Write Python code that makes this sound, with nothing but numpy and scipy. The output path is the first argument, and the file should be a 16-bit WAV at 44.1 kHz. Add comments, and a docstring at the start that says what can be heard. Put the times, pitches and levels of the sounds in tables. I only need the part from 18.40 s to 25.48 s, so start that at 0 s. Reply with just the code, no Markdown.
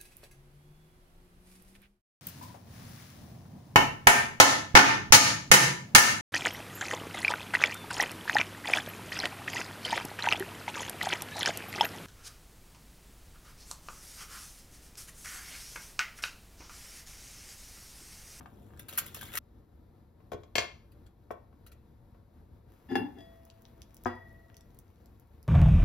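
"""Foil and lids in a kitchen

Two scenes joined by a hard cut, heard at close range. First, fingers crumple the foil over a cup (swarms of
clicks) while the cup taps a pan (damped modes). Then the foil still buckles now and then, a glass lid is set on
a pan, and an iron lid scrapes, rings and knocks (modes driven by impulses and stick-slip noise); drops of water
snap as noise bursts over fizzing steam. Appliances hum as filtered noise; a phone mixes it all to wide stereo.
"""
import sys
import numpy as np
from scipy import signal
from scipy.fft import rfft, irfft
from scipy.io import wavfile
from scipy.ndimage import uniform_filter1d

SR = 44100
rng = np.random.default_rng(int(sys.argv[2]) if len(sys.argv) > 2 else 0)


def dump(signal):
    """Clip the signal to [-1, 1] and save it as 16-bit WAV at the path in sys.argv[1]."""
    limited = np.clip(np.atleast_2d(signal).T, -1, 1)
    pcm = np.round(limited * 32767).astype(np.int16)
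    wavfile.write(sys.argv[1], SR, pcm)


N = 312208
TIME = np.arange(N) / SR
HZ = np.maximum(np.arange(N // 2 + 1) * SR / N, 1)
CUT_S = .988  # the first scene stops dead here


def undb(db):
    """Amplitude ratio: twenty decibels make a factor of ten."""
    return 10 ** (np.asarray(db) / 20)


def since(seconds, fade_db_per_s):
    """Exponential decay: a gain that jumps to 1 at a moment and then loses level steadily."""
    return (TIME >= seconds) * undb(-fade_db_per_s * np.maximum(TIME - seconds, 0))


def colour(x, spectrum):
    """Spectral shaping: filter by (Hz, relative dB) points joined over log frequency, then bring to rms 1."""
    hz, db = np.transpose(spectrum)
    gain = undb(np.interp(np.log(HZ), np.log(hz), db))
    y = irfft(rfft(x) * gain, N)
    return y / np.std(y)


def band(x, low_hz, high_hz):
    """Band-pass filtering by a Butterworth filter."""
    edges = [low_hz, min(high_hz, .45 * SR)]
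    return signal.sosfilt(signal.butter(2, edges, "band", fs=SR, output="sos"), x)


def crackle(spread_db):
    """Impulsive noise: samples scatter exponentially in level, giving dense clicks of rms 1."""
    level_db = spread_db * np.minimum(rng.exponential(size=N), 8)
    x = rng.standard_normal(N) * undb(level_db)
    return x / np.std(x)


def walk(rate):
    """Slow fluctuation: noise averaged twice over 1 / rate seconds, standard deviation 1."""
    k = int(SR / rate)
    x = uniform_filter1d(uniform_filter1d(rng.standard_normal(N), k), k)
    return x / np.std(x)


def blows(seconds, db):
    """Impulsive excitation: one single-sample force per blow."""
    x = np.zeros(N)
    x[(np.asarray(seconds) * SR).astype(int)] = undb(db)
    return x


def ring(force, modes, clatter_db, clatter_hz, clatter_t60):
    """Modal synthesis: a force drives one second of decaying modes and noise for unresolved overtones."""
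    t = np.arange(SR) / SR
    hz, db, t60 = np.transpose(modes)[:, :, None]
    tones = undb(db) * np.sin(2 * np.pi * hz * t) * undb(-60 * t / t60)
    sides = (-1) ** np.arange(len(modes))[:, None]  # neighbouring modes push opposite ways
    overtones = band(rng.standard_normal(SR), clatter_hz / 3, clatter_hz * 2.2)
    overtones = overtones * undb(clatter_db - 60 * t / clatter_t60)
    contact = (1 - np.exp(-t / 0.0008)) * (1 + 1.6 * np.exp(-t / 0.0035))  # the first milliseconds are loudest
    response = ((sides * tones).sum(axis=0) + overtones) * contact
    return signal.oaconvolve(force, response)[:N]


# Buckles of the foil. Each row: start in seconds, middle level in dB, treble minus middle level in dB.
BUCKLES = [(0.37, -58.5, -10.5), (0.391, -46.5, 4.5), (0.482, -44.5, 3.5), (0.523, -49, -0.5),
           (0.573, -33, 9), (0.58, -26.5, 1.5), (0.661, -50, 7), (0.742, -40.5, 2.5), (0.809, -43.5, 0),
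           (0.826, -44.5, -2), (0.934, -40.5, -5.5), (0.95, -35, 2.5), (0.97, -28.5, 0.5), (1.916, -50, -4),
           (2.155, -47, 8.5), (2.516, -65.5, 1), (2.66, -60.5, -7), (2.908, -54, -3.5), (3.262, -53.5, 1.5),
           (3.315, -55.5, -2)]
# Spectrum of the foil clicks. Each row: frequency in Hz, relative level in dB.
FOIL_SPECTRUM = [(300, -19.5), (900, -6.5), (1400, 9.5), (2200, 3), (3500, 7), (4500, -4), (7000, 0),
                 (9000, 1.5), (13000, -3.5), (16000, -9)]
# Squeezes of the fingers, after which the foil creeps less and less. Each row: start in seconds, level in dB.
SQUEEZES = [(.392, -71.5), (.49, -45.5), (.6, -50.5), (.75, -47), (.85, -47.5), (.92, -45)]
PATCHES_HZ = np.geomspace(500, 8300, 12)  # edges of the foil bands that swell on their own
BUILD_S, BUCKLE_T60_S = 0.0046, 0.045
CREEP_FADE_DB_PER_S, RESTING_DB = 61, -68


def foil():
    """Buckling of a thin sheet: swarms of clicks build and fade, bunch up and wander in colour."""
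    clicks = colour(crackle(spread_db=3.5) * undb(1.8 * walk(300)), FOIL_SPECTRUM)
    middle = sum(band(clicks, low, high) * undb(2.2 * walk(120))
                 for low, high in zip(PATCHES_HZ, PATCHES_HZ[1:]))
    treble = band(clicks, 9400, 15000)

    # Creep in the first scene: the strongest squeeze still fading, above a resting floor
    squeezed = [undb(db) * since(s, CREEP_FADE_DB_PER_S) for s, db in SQUEEZES]
    creep = undb(RESTING_DB) + np.max(squeezed, axis=0)
    ticks = band(crackle(spread_db=8.0), 1500, 15000) * undb(-8.5)  # lone creases snapping
    ticks = ticks * (TIME > SQUEEZES[0][0])
    rustle = band(crackle(spread_db=7.0), 280, 897.3)  # the cup shifts under the fingers
    rustle = rustle * undb(2.8 * walk(25) + 2.0)
    out = creep * (middle + treble + rustle + ticks) * (TIME < CUT_S)

    for s, db, treble_db in BUCKLES:
        t = TIME - s
        build = np.clip(t / BUILD_S, 0, 1) ** 2
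        fade = undb(-60 * np.maximum(t - BUILD_S, 0) / BUCKLE_T60_S)
        swell = build * fade * ((TIME < CUT_S) | (s > CUT_S))  # nothing rings on across the cut
        for part, part_db in ((middle, db), (treble, db + treble_db)):
            burst = swell * part
            # give every burst the energy of its swell, however the clicks fall
            out += undb(part_db) * burst * np.linalg.norm(swell) / np.linalg.norm(burst)
    return out


# Touches of lid and pan. Each row: start in seconds, pan level in dB, favoured pitch in Hz, glass level in dB.
SET_DOWN = [(1.802, -59, 900, -89), (1.918, -31, 595, -47.5), (1.932, -34, 480, -45),
            (1.944, -33.5, 320, -55), (2.034, -54.5, 890, -54.5), (2.154, -26.5, 601, -26),
            (2.181, -23.5, 648, -24), (2.221, -39, 692, -43.5), (2.237, -39, 1100, -48.5),
            (2.906, -30, 620, -65), (3.127, -57.5, 801, -91), (3.746, -58, 790, -95)]
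# Modes of the pan. Each row: frequency in Hz, level in dB, t60 in seconds.
PAN_MODES = [(97.5, 3, 0.18), (353, -2.5, 0.03), (420.5, -5, 0.098), (498, -4.5, 0.035), (615, 1, 0.036),
             (720, 5.5, 0.0081), (1034, -10.5, 0.19), (1106, -6.5, 0.07), (1494, -13, 0.16),
             (1857, -16.5, 0.085), (2328, -13, 0.1)]
# Modes of the glass lid, one entry per mode: frequency in Hz, level in dB, t60 in seconds when undamped.
GLASS_HZ = [1721, 2134, 2180, 2397, 2547, 2722, 3238, 4177, 4387, 4700, 5275, 6072, 6810, 7558]
GLASS_DB = [-9.5, -5, -6.5, -11.5, -8, -2.5, -6.5, -10, -16, -15.5, -15, -14, -17.5, -15]
GLASS_T60_S = [0.072, 0.16, 0.078, 0.19, 0.03, 0.035, .12, 0.068, 0.11, 0.059, 0.05, .09, 0.16, 0.082]
HELD_BELOW_DB, HELD_T60_SHARE = -40, 0.14  # gentle touches are damped by the hand


def glass_lid():
    """Coupled impact: each touch rings the glass and the pan modes nearest the pitch its spot favours."""
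    s, _, _, glass_db = np.transpose(SET_DOWN)
    free_modes = np.transpose([GLASS_HZ, GLASS_DB, GLASS_T60_S])
    held_modes = np.multiply(free_modes, [1, 1, HELD_T60_SHARE])
    held = glass_db < HELD_BELOW_DB
    out = ring(blows(s[~held], glass_db[~held]), free_modes, -2.5, 2600., 0.2)
    out += ring(blows(s[held], glass_db[held]), held_modes, -2.8, 3000., 0.046)

    hz, db, t60 = np.transpose(PAN_MODES)
    for s, pan_db, spot_hz, _ in SET_DOWN:
        octaves_off = np.abs(np.log2(hz / spot_hz))
        favoured = np.transpose([hz, db - 7.8 * octaves_off, t60])
        out += ring(blows([s], pan_db), favoured, -4.5, spot_hz, 0.064)
    return out


# Jolts of the seated iron lid. Each row: start in seconds, level in dB.
JOLTS = [(4.554, -21)]
# Drags over the pot rim, pushing harder until the lid lets go.
# Each row: start in seconds, length in seconds, force at the end in dB, upper limit of the grain in Hz.
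DRAGS = [(4.486, 0.028, -64, 12000), (4.554, 0.04, -61.5, 1200), (4.743, 0.03, -82, 11100)]
DRAG_RISE_DB, DRAG_RELEASE_DB_PER_S = 13.5, 200.5
# Modes of the lid while it touches the pot, one entry per mode: frequency in Hz, level in dB, t60 in seconds.
SEATED_HZ = [100, 255, 291, 345, 390, 781, 839, 1718, 2120, 2756, 3420, 4945, 6648, 10550, 12790, 15160]
SEATED_DB = [-6, 2.5, -2, -3.5, -0.5, -4.5, -4.5, -6, -19, -17, -20.5, -25, -32.5, -31.5, -30, -32]
SEATED_T60_S = [0.095, .11, 0.23, 0.12, 0.11, 0.08, .05, 0.0604, .07, 0.21, 0.21, .18, 0.078, 0.18, .23,
                .25]
# Knocks of the lid on something behind the pot. Each row: start in seconds, level in dB.
KNOCKS = [(5.657, -22.5), (5.665, -27)]
# Modes that the knocks excite. Each row: frequency in Hz, level in dB, t60 in seconds.
KNOCKED_MODES = [(95.5, -16.5, 0.59), (243.3, -15, 0.156), (362.8, -11, 0.096), (510, -22.5, 0.27),
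                 (689.4, -5, 0.058), (790, -6, 0.037), (994, -6, 0.033), (1250, -13, 0.13),
                 (1634, -6, 0.016), (2730, -39, 0.15)]


def iron_lid():
    """Stick-slip friction: grainy drags and sharp jolts drive the modes of the seated lid; later it knocks."""
    grip = crackle(spread_db=1.5)
    force = band(blows(*np.transpose(JOLTS)), 420, 12000)  # jolts spare the lowest modes
    for s, length, db, top_hz in DRAGS:
        still_to_rise = np.clip(1 - (TIME - s) / length, 0, 1)
        released_s = np.maximum(TIME - s - length, 0)
        push_db = db - DRAG_RISE_DB * still_to_rise - DRAG_RELEASE_DB_PER_S * released_s
        force = force + band((TIME > s) * undb(push_db) * grip, 80, top_hz)
    seated_modes = np.transpose([SEATED_HZ, SEATED_DB, SEATED_T60_S])
    scrape = ring(force, seated_modes, -4.5, 1130.0, 0.076)
    knock = ring(blows(*np.transpose(KNOCKS)), KNOCKED_MODES, -9.0, 630.0, 0.32)
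    return scrape + knock


# Rings of the lifted lid. Each row: start in seconds, level in dB, cause (0 touch at the rim, 1 knock).
RINGS = [(4.785, -10.5, 0), (4.805, -9, 0), (5.664, 3, 1)]
# Modes of the free lid. Each row: frequency in Hz, level after a touch at the rim in dB,
# level after a knock in dB, t60 in seconds.
FREE_MODES = [(665, -45.5, -58.5, 2.04), (1911, -58, -52, 1.05), (1933.3, -75, -52, 1.05),
              (3365, -50, -63, 0.51), (4950, -64, -62.5, 0.4)]


def lifted_lid():
    """Free vibration: clear of the pot the modes last, one close pair beats, and the cause sets their mix."""
    modes = np.array(FREE_MODES)
    out = np.zeros(N)
    for s, db, cause in RINGS:
        excited = modes[:, [0, 1 + round(cause), 3]]
        out += ring(blows([s], db), excited, -57.5, 5200.0, 0.14)
    return out


# Taps of the cup on the pan. Each row: start in seconds, level in dB.
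CUP_TAPS = [(.008, -49.5), (.058, -46.5), (.305, -59.5), (.335, -56.5), (0.583, -50), (0.828, -45)]
# Modes of the foil-covered cup. Each row: frequency in Hz, level in dB, t60 in seconds.
CUP_MODES = [(710, -7, .04), (820, 3.5, 0.016), (1190, 0, 0.022), (1608, -13.5, 0.024)]


def cup():
    """Heavily damped modes: the foil-covered cup knocks dully."""
    return ring(blows(*np.transpose(CUP_TAPS)), CUP_MODES, 2.0, 1000., 0.04)


# The loudest drops and bursting bubbles. Each row: start in seconds, peak level in dB, nominal pitch in Hz.
DROPS = [(5.052, -43.5, 13900), (5.101, -41.5, 4850), (5.221, -44, 11500), (5.253, -42, 3360),
         (5.419, -34, 7050), (5.545, -35, 13300), (5.568, -38, 12700), (5.637, -37.5, 12300),
         (5.649, -38.5, 5100), (5.929, -51, 13300), (6.144, -46.5, 4500), (6.168, -39, 7200),
         (6.1, -48, 1380), (6.209, -45.5, 5600), (6.347, -47.5, 11930), (6.389, -36.5, 13000),
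         (6.659, -47.5, 10870), (6.798, -45.5, 11200), (7.029, -43.5, 9040)]
SMALL_DROPS, DRIPS_FROM_S = 40, 4.9
SMALL_DROP_DB, SMALL_DROP_HZ = -62.5, 7600  # middle of a 12 dB and a two-octave range
STEAM_FROM_S, STEAM_RISE_S, STEAM_DB, STEAM_FADE_DB_PER_S = 4.25, 0.09, -67.5, 2.5


def water():
    """Transient noise: steam fizzes, each drop is a brief snap around its pitch, small ones fall at random."""
    fizz = colour(crackle(spread_db=3.5),
                  [(800, 5.0), (3500, -11.0), (7000, -15.5), (13000, -9.0), (16000, -21)])  # (Hz, dB)
    rise = np.clip((TIME - STEAM_FROM_S) / STEAM_RISE_S, 0, 1)
    steam = undb(STEAM_DB) * rise * since(STEAM_FROM_S, STEAM_FADE_DB_PER_S)
    out = steam * undb(0.5 * walk(51)) * fizz

    t = np.arange(400) / SR
    when, size, pitch = rng.random((SMALL_DROPS, 3)).T
    small = zip(DRIPS_FROM_S + when * (TIME[-len(t)] - DRIPS_FROM_S),
                SMALL_DROP_DB + 12 * (size - .5),
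                SMALL_DROP_HZ * 2 ** (2 * pitch - 1))
    for s, db, hz in [*DROPS, *small]:
        burst = rng.standard_normal(len(t)) * undb(-60 * t / .004)
        snap = band(burst, hz / 1.8, hz * 1.6)
        i = int(s * SR)
        out[i:i + len(t)] += undb(db) * snap / np.abs(snap).max()
    return out


# Spectrum of the appliances. Each row: frequency in Hz, relative level in dB per Hz.
HUM_SPECTRUM = [(25, -18), (40, -4), (62, -1), (92, -0.5), (125, -3), (170, -11), (250, -11), (400, -17),
                (900, -26), (1500, -34), (2900, -45), (3900, -42), (6000, -50), (9500, -47), (13000, -44),
                (15000, -57.5)]
HUM_DB, DRONE_DB = -56.5, -59.5


def hum():
    """Stationary coloured noise: fan and fridge waver a little; a low drone joins in the first scene."""
    noise = colour(rng.standard_normal(N), HUM_SPECTRUM)
    drone = band(noise, 77, 1400)
    drone = (TIME < CUT_S) * drone / np.std(drone)
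    return undb(1.2 * walk(15.0)) * (undb(HUM_DB) * noise + undb(DRONE_DB) * drone)


ROOM_T60_S, TREBLE_T60_S, ROOM_DB = 0.34, .13, -10.5


def room(x):
    """Reverberation: direct sound plus a diffuse tail that decays faster in the treble."""
    t = np.arange(SR // 2) / SR
    noise = rng.standard_normal(len(t))
    dull = band(noise, 94, 5300)
    tail = dull * undb(-60 * t / ROOM_T60_S) + (noise - dull) * undb(-60 * t / TREBLE_T60_S)
    tail = tail * (t > .003)
    tail = tail / np.sqrt(np.sum(tail ** 2))
    return x + undb(ROOM_DB) * signal.fftconvolve(x, tail)[:N]


# Stereo pair by pitch. Each row: frequency in Hz, phase by which the right leads in radians,
# likeness of the sides from 0 to 1, left minus right level in dB.
STEREO_PAIR = [(100, -.1, .97, 1.6), (300, -.1, .8, 2.5), (700, 1.2, .4, 5), (1500, .2, .6, 4),
               (2900, -1.3, .7, 4.5), (5000, -.6, .6, 4.5), (6000, 1.3, .6, 2.5), (7900, 2.7, .9, 1.5),
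               (8440, 3.14, .99, .1), (10000, 4.1, .88, .1), (12000, 5.4, .88, .1), (14500, 6.28, .99, .1)]


def mix(dry):
    """Interchannel coherence: the phone turns the phase between sides and blends in a scattered pick-up."""
    hz, *columns = np.transpose(STEREO_PAIR)
    lead, like, balance_db = (np.interp(np.log(HZ), np.log(hz), c) for c in columns)
    like = np.clip(like, 0, 1)
    left, right = rfft(dry)
    scatter = 1
    for lag in (29, 71, 113, 167):  # all-pass chain, lags in samples
        z = np.exp(-2j * np.pi * HZ * lag / SR)
        scatter = scatter * (z - .5) / (1 - .5 * z)
    left = left * np.exp(-.5j * lead) * undb(balance_db / 2)
    blend = like * np.exp(.5j * lead) + np.sqrt(1 - like ** 2) * scatter
    right = right * blend * undb(-balance_db / 2)
    return irfft([left, right], N)


def scene():
    """Superposition: sources excite the room, whose first tail ends at the cut; lifted lid and hum stay dry."""
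    first = TIME < CUT_S
    sources = foil() + cup() + glass_lid() + iron_lid()
    first_scene = room(sources * first) * first
    second_scene = room(sources * ~first + water())
    mono = first_scene + second_scene + lifted_lid() + hum()
    return np.array([mono, mono])


TOP_HZ = 16100


def record(dry):
    """Band limiting: each side of the cut is mixed alone, then a steep low-pass removes the top."""
    first = TIME < CUT_S
    joined = mix(dry * first) * first + mix(dry * ~first)
    return signal.sosfilt(signal.ellip(8, .2, 70, TOP_HZ, fs=SR, output="sos"), joined)


dry = scene()
out = record(dry)
dump(out)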